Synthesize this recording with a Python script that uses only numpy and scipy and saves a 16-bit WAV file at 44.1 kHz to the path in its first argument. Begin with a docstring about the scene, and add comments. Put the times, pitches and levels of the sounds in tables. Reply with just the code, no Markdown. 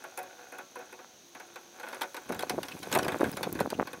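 """A two-wheeled barrow with a plastic tub rattles over a bumpy lawn, first far off, then close by.
Each jolt makes its loose metal fittings clink and ring the tub; a few also draw a wooden clonk from
the handles. Close by, bumps knock dully on the tub, and the tyres rumble over the turf, crackle
through the grass and squeak on it. Under it all lie a faint steady hiss and, briefly, a far hum."""
import sys
import numpy as np
from scipy import signal
from scipy.fft import rfft, irfft
from scipy.io import wavfile

SR = 44100
rng = np.random.default_rng(int(sys.argv[2]) if len(sys.argv) > 2 else 0)


def to_wav(s):
    """Save 16-bit WAV."""
    ch = np.atleast_2d(s).T  # columns
    pcm = np.round(np.clip(ch, -1, 1) * 32767)  # PCM
    wavfile.write(sys.argv[1], SR, pcm.astype(np.int16))


N = 176400
TOP_HZ, TUB_BAND_HZ = 15750, (230, 3160)

# Jolts of the fittings. Each row: start in seconds, relative clink level in dB, relative tub level in dB.
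JOLTS = [(0.0385, -29, -40), (0.1745, -17.5, -36), (0.1874, -24, -41.5), (0.2302, -29.5, -46.5),
         (0.5208, -32, -40.5), (0.5444, -39.5, -44.5), (0.5834, -28.5, -38), (0.7559, -36, -40.5),
         (0.7898, -37, -44), (0.8054, -44, -44.5), (0.9253, -35.5, -44), (0.989, -43.5, -44.5),
         (1.3485, -34.5, -41), (1.3984, -34.5, -41), (1.5577, -33, -40.5), (1.7973, -31.5, -44),
         (1.8306, -36, -42), (1.8844, -29, -47), (1.927, -28.5, -36), (1.9456, -31, -41.5),
         (2.0102, -27.5, -30), (2.0167, -20.5, -35), (2.0307, -24, -34.5), (2.144, -28, -38),
         (2.1662, -26.5, -37), (2.2914, -28, -38), (2.3213, -25.5, -35.5), (2.3455, -26, -40),
         (2.3919, -21, -35), (2.4064, -28, -45), (2.4241, -25, -38.5), (2.4954, -15, -31),
         (2.6304, -23.5, -37.5), (2.6832, -24, -41.5), (2.829, -26, -39.5), (2.915, -24, -32.5),
         (2.9261, -16, -28.5), (2.9381, -18.5, -33), (2.9496, -13, -25.5), (2.9549, -33, -23.5),
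         (2.9871, -17, -30), (3.0289, -23, -35.5), (3.0464, -25.5, -34), (3.081, -21.5, -26.5),
         (3.1197, -31, -33.5), (3.2071, -30.5, -34.5), (3.24, -25, -29.5), (3.3687, -22.5, -34.5),
         (3.4298, -17.5, -30), (3.5507, -29.5, -40), (3.5898, -30.5, -34), (3.6023, -20, -32),
         (3.7019, -22.5, -37), (3.8713, -28, -38), (3.931, -30.5, -40)]
# The clink's bright EQ. Each row: frequency in Hz, relative gain in dB.
CLINK_EQ = [(300, -58), (1800, -1.5), (2800, 1), (3500, 4.5), (5000, 2), (7800, -0.5), (10000, 3),
            (14000, 1), (16000, -5.5)]
# Fine chatter that keeps the tub sounding. Each row: time in seconds, drive level in dB.
CHATTER_LEVELS = [(0, -56), (.4, -53.5), (.7, -65.5), (.83, -56.5), (.9, -56.5), (1.25, -73.5),
                  (1.5, -58.5), (1.7, -62.5), (1.85, -42), (1.95, -46), (2.1, -60), (2.35, -52), (2.8, -51),
                  (3.0, -46.5), (3.3, -45), (3.5, -51), (3.8, -54), (4, -57)]
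def rattles(bands=56, patchy_db=5, rise_s=0.001, crack_s=0.0022, tail_s=0.011):
    """Each jolt sets the fittings chattering: a bright clink and a shudder that rings the tub."""
    t = np.arange(SR // 5) / SR
    clinks, push, far = np.zeros(N), np.zeros(N), farness()
    attack = 1 - np.exp(-t / rise_s)
    crack, tail = np.exp(-t / crack_s), undb(-6) * np.exp(-t / tail_s)
    duller = signal.butter(1, 4870, fs=SR, output="sos")
    band_hz = np.geomspace(1500, TOP_HZ, bands)
    for start, clink_db, tub_db in JOLTS:
        contacts, sizes, shudder = rng.standard_normal((3, len(t)))
        contacts = unit(contacts * undb(5 * np.clip(sizes, -1, 1)))
        chatter = attack * (crack * contacts + tail * signal.sosfilt(duller, contacts))
        # every clink gets resonances of its own
        resonances = np.column_stack([band_hz, patchy_db * rng.standard_normal(bands)])
        add(clinks, start, undb(clink_db - 7.5) * colour(chatter, resonances))
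        # from afar the shudder starts softer and lasts longer
        away = far[int(start * SR)]
        swell = np.sqrt(1 - np.exp(-t / (rise_s + 0.0024 * away)))
        decay = np.exp(-t / (0.015 + 0.007 * away))
        add(push, start, undb(tub_db + 2) * swell * decay * shudder)
    push += curve(CHATTER_LEVELS) * grains(per_s=340, spread_db=3)
    return over_lawn(colour(clinks, CLINK_EQ)) + tub(push)


# The tub's clear modes. Each row: pitch in Hz, relative level in dB, seconds to fade by 60 dB.
TUB_MODES = [(373.2, -3.5, 0.24), (485, -1.5, 0.17), (562.5, -3, 0.23), (668, -2, 0.084),
             (740.8, 4.5, 0.11), (818, -3.5, 0.046), (939, -16, 0.14), (1118, -8.5, 0.24),
             (1341, -7.5, 0.23), (1482, 1.5, 0.023), (1682, -7, 0.024), (2270, -16, 0.13),
             (2520, -4, 0.027)]
# Dense short resonances of tub and frame. Each row: frequency in Hz, relative gain in dB.
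TUB_BODY_EQ = [(70, -56), (250, -1), (500, 0.5), (900, 3), (1600, -4), (2400, -5.5), (2800, -16.5),
               (3400, -13), (6000, -43), (16000, -62)]
def tub(push, vary_db=3, shifts_per_s=12, far_ring_db=6):
    """The tub rings in clear modes over a dense body; their strengths shift with the place struck."""
    t = np.arange(SR // 2) / SR
    rings = []
    for hz, db, t60 in TUB_MODES:
        tone = np.sin(2 * np.pi * (hz * t + rng.random()))
        rings.append(undb(db) / np.sqrt(t60) * tone * np.exp(-np.log(1000) * t / t60))
    rings = tub_band(np.array(rings))
    times = np.arange(0, N / SR, 1 / shifts_per_s)
    ringing = np.zeros(N)
    for ring in rings / np.linalg.norm(rings):
        drift_db = vary_db * np.clip(rng.standard_normal(len(times)), -1, 1)
        strength = curve(np.column_stack([times, drift_db]))
        ringing += signal.fftconvolve(push * strength, ring)[:N]
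    ring_mix = undb(-2 + far_ring_db * farness())  # the ringing stands out from afar
    return (colour(push, TUB_BODY_EQ) + ring_mix * ringing) / np.hypot(1, ring_mix)


def tub_band(x):
    """The tub carries the mids and rolls off bass and treble."""
    return signal.sosfilt(signal.butter(2, TUB_BAND_HZ, "band", fs=SR, output="sos"), x)


def farness(arrival_s=2.4, approach_s=2.1):
    """1 while the barrow is far off, falling to 0 as it arrives."""
    return np.clip((arrival_s - np.arange(N) / SR) / approach_s, 0, 1)


def over_lawn(x, dip_hz=3700, dip_db=-15):
    """The lawn scoops out the low treble, most deeply when the barrow is far off."""
    band = signal.butter(1, [dip_hz / 3, dip_hz * 2], "band", fs=SR, output="sos")
    depth = 1 - undb(dip_db * farness() ** 2)
    return x - depth * signal.sosfiltfilt(band, x)


# Bumps that knock the tub. Each row: time in seconds, relative level in dB, rough pitch in Hz.
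BUMPS = [(1.046, -32, 1320), (2.301, -18.5, 400), (2.306, -17, 840), (2.314, -22, 463), (2.435, -13.5, 734),
         (2.438, -23, 623), (2.506, -18.5, 754), (2.539, -22, 495), (2.546, -23, 483), (2.581, -15.5, 550),
         (2.587, -14, 690), (2.751, -29.5, 334), (2.873, -24, 700), (2.935, -19, 534), (2.956, -11.5, 1080),
         (2.964, -9, 655), (2.972, -14, 775), (2.975, -10, 860), (2.994, -11.5, 1050), (3.009, -29, 450),
         (3.027, -19.5, 490), (3.056, -18.5, 513), (3.066, -16.5, 770), (3.145, -13, 1230),
         (3.161, -18.5, 686), (3.201, -21, 650), (3.210, -12, 565), (3.216, -9, 1000), (3.232, -7.5, 546),
         (3.242, -19, 800), (3.410, -20.5, 706), (3.471, -19.5, 694), (3.475, -15, 540), (3.608, -9, 800),
         (3.613, -10, 483), (3.660, -16, 940), (3.674, -20, 487), (3.730, -14, 710), (3.791, -18, 513),
         (3.798, -8, 1090), (3.811, -13, 570), (3.828, -14.5, 1050)]
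def knocks(judders=5, judder_db=-18, spread_s=0.005, lead_s=0.01):
    """Each bump gives a dull knock amid a judder of weaker, mostly lower ones."""
    out = np.zeros(N)
    for time, db, hz in BUMPS:
        start = time - lead_s
        add(out, start, undb(db - 4) * knock(hz, lead_s))
        for offset, size, pitch in rng.standard_normal((judders, 3)):
            gain = undb(db + judder_db) * np.clip(size, -2, 2)
            judder_hz = 0.78 * hz * np.exp(0.39 * np.clip(pitch, -1, 2))
            add(out, start + spread_s * offset, gain * knock(judder_hz, lead_s))
    return out


def knock(hz, lead_s, damping=0.76, ring_ratio=0.62):
    """A soft push, centred lead_s in, on a heavily damped panel: about one cycle, peak 1."""
    t = np.arange(SR // 25) / SR - lead_s
    push = np.exp(-.5 * (2 * np.pi * hz * t) ** 2)
    s = 1j * np.fft.rfftfreq(len(t), 1 / SR) / (hz * ring_ratio)
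    panel = s * s / (s * s + damping * s + 1)  # resonant high-pass
    thud = irfft(rfft(push) * panel, len(t))
    return thud / np.abs(thud).max()


# Clonks of the handles. Each row: start in seconds, relative level in dB, pitch in Hz.
HANDLE_CLONKS = [(0.197, -32, 740), (0.759, -33.5, 984), (2.017, -25, 920)]
def clonks(decay_s=0.0072):
    """On a few jolts the handles add a short wooden note, sounding through the tub."""
    t, out = np.arange(SR // 8) / SR, np.zeros(N)
    for start, db, hz in HANDLE_CLONKS:
        add(out, start, undb(db) * np.sin(2 * np.pi * hz * t) * np.exp(-t / decay_s))
    return tub_band(out)


# Swells of the tyre rumble. Each row: time in seconds, level in dB.
RUMBLE_LEVELS = [(2.25, -67), (2.31, -41), (2.47, -53.5), (2.55, -41.5), (2.68, -55), (2.9, -47.5),
                 (2.97, -37), (3.12, -40.5), (3.19, -41), (3.25, -33.5), (3.35, -42.5), (3.52, -43),
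                 (3.62, -34.5), (3.7, -50), (3.81, -36.5), (3.86, -54.5)]
# The rumble's dark EQ. Each row: frequency in Hz, relative gain in dB.
RUMBLE_EQ = [(25, -13), (60, 0), (120, 6), (300, 11), (500, 0.5), (900, -9.5), (1800, -30), (4000, -32.5)]
def tyres():
    """The tyres patter over lumps of turf, blurring into a low rumble."""
    return colour(grains(per_s=260, spread_db=5), RUMBLE_EQ) * curve(RUMBLE_LEVELS)


# The fader ride on the grass crackle. Each row: time in seconds, gain in dB.
GRASS_LEVELS = [(0, -63.5), (1.2, -67.5), (1.7, -65.5), (1.9, -58), (2.2, -62), (2.85, -55), (3.3, -53.5),
                (3.6, -60.5), (4, -64)]
# The rustle's airy EQ. Each row: frequency in Hz, relative gain in dB.
RUSTLE_EQ = [(800, -12), (2000, -0.5), (3500, 6.5), (7000, -1.5), (11500, 1), (16000, -3)]
def grass(count=600, low_hz=4200, high_hz=15100, decay_cycles=5):
    """Grass crushed under the tyres: many tiny dry ticks over a soft rustle."""
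    t, ticks = np.arange(SR // 50) / SR, np.zeros(N)
    for when, pitch, size in rng.random((count, 3)):
        hz = low_hz + pitch * (high_hz - low_hz)
        tick = np.sin(2 * np.pi * hz * t) * np.exp(-t * hz / decay_cycles)
        add(ticks, when * N / SR, undb(5 + 14 * size ** 3) * tick)  # mostly small, a few loud
    rustle = colour(rng.standard_normal(N), RUSTLE_EQ)
    return (ticks + rustle) * curve(GRASS_LEVELS)


# Dry stalks snapping. Each row: start in seconds, peak level in dB, pitch in Hz.
STALK_SNAPS = [(2.926, -21, 6940), (2.94, -33, 8900), (2.976, -23, 13000), (3.316, -26, 14000),
               (3.527, -25.5, 14100)]
def snaps(decay_s=0.0016, relative_width=0.49):
    """Each stalk breaks with a few milliseconds of crackle around one pitch."""
    t, out = np.arange(SR // 40) / SR, np.zeros(N)
    for start, db, hz in STALK_SNAPS:
        burst = rng.standard_normal(len(t)) * np.exp(-t / decay_s)
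        snap = signal.lfilter(*signal.iirpeak(hz, 1 / relative_width, fs=SR), burst)
        add(out, start, undb(db) * snap / np.abs(snap).max())
    return out


# Tyre squeaks. Each row: centre time in seconds, peak level in dB, pitch in Hz.
TYRE_SQUEAKS = [(2.722, -34.5, 2560), (3.334, -40.5, 5060), (3.745, -38.5, 2770)]
def squeaks(swell_s=0.0057, width_hz=350):
    """Rubber slips on a blade of grass: a brief, rough whistle."""
    t, out = np.arange(SR // 20) / SR, np.zeros(N)
    middle = t.mean()
    for time, db, hz in TYRE_SQUEAKS:
        whistle = signal.lfilter(*signal.iirpeak(hz, hz / width_hz, fs=SR), rng.standard_normal(len(t)))
        whistle *= np.exp(-.5 * ((t - middle) / swell_s) ** 2)
        add(out, time - middle, undb(db) * whistle / np.abs(whistle).max())
    return out


# The EQ of the hiss bed. Each row: frequency in Hz, relative gain in dB.
HISS_EQ = [(25, -30), (55, -35), (85, -19), (130, -11.5), (250, 1), (700, 0), (1500, -8), (2800, -6.5),
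           (3900, -2), (5200, -9), (5900, 1.5), (6500, 3), (7200, -14.5), (11000, -21), (16000, -17)]
def hiss(level_db=-57):
    """A faint, steady bed of shaped noise."""
    return undb(level_db) * colour(rng.standard_normal(N), HISS_EQ)


# The swell of the far hum. Each row: time in seconds, level in dB.
HUM_LEVELS = [(1.1, -85), (1.3, -63), (1.7, -62.5), (1.9, -82)]
def hum(hz=347):
    """A faint, far pure tone that comes and goes."""
    return curve(HUM_LEVELS) * np.sqrt(2) * np.sin(2 * np.pi * hz * np.arange(N) / SR)


def undb(db):
    """Decibels to gain."""
    return 10 ** (np.asarray(db) / 20)


def unit(x):
    """Scale to rms 1."""
    return x / np.sqrt(np.mean(x ** 2) + 1e-20)


def curve(rows):
    """A gain envelope from rows of seconds and dB."""
    return undb(np.interp(np.arange(N) / SR, *np.array(rows).T))


def colour(x, eq, size=4096):
    """A minimum-phase EQ of unit energy, drawn through rows of Hz and dB."""
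    hz, db = np.array(eq).T
    gain = undb(np.interp(np.log(np.fft.rfftfreq(size, 1 / SR) + 1), np.log(hz), db))
    cepstrum = irfft(np.log(gain))
    cepstrum[1:size // 2] *= 2
    cepstrum[size // 2 + 1:] = 0
    response = irfft(np.exp(rfft(cepstrum)))
    return signal.fftconvolve(x, response / np.linalg.norm(response))[:len(x)]


def add(track, start_s, sound):
    """Mix a sound into the track at a time."""
    i = max(int(start_s * SR), 0)
    track[i:i + len(sound)] += sound[:max(N - i, 0)]


def grains(per_s, spread_db):
    """Random tiny impacts of uneven size, rms 1."""
    hits = rng.random(N) < per_s / SR
    signs = np.sign(rng.standard_normal(N))
    sizes = undb(spread_db * np.clip(rng.standard_normal(N), -2, 2))
    return unit(hits * signs * sizes)


def scene():
    """The barrow crosses the quiet lawn, in mono."""
    barrow = rattles() + knocks() + clonks()
    rolling = tyres() + grass() + snaps() + squeaks()
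    return (barrow + rolling + hiss() + hum())[None]


def record(dry):
    """Master EQ: thin the deepest bass and cut the top steeply."""
    thinned = signal.sosfilt(signal.butter(1, 45, "high", fs=SR, output="sos"), dry)
    return signal.sosfilt(signal.ellip(10, .2, 70, TOP_HZ, fs=SR, output="sos"), thinned)


dry = scene()
out = record(dry)
to_wav(out)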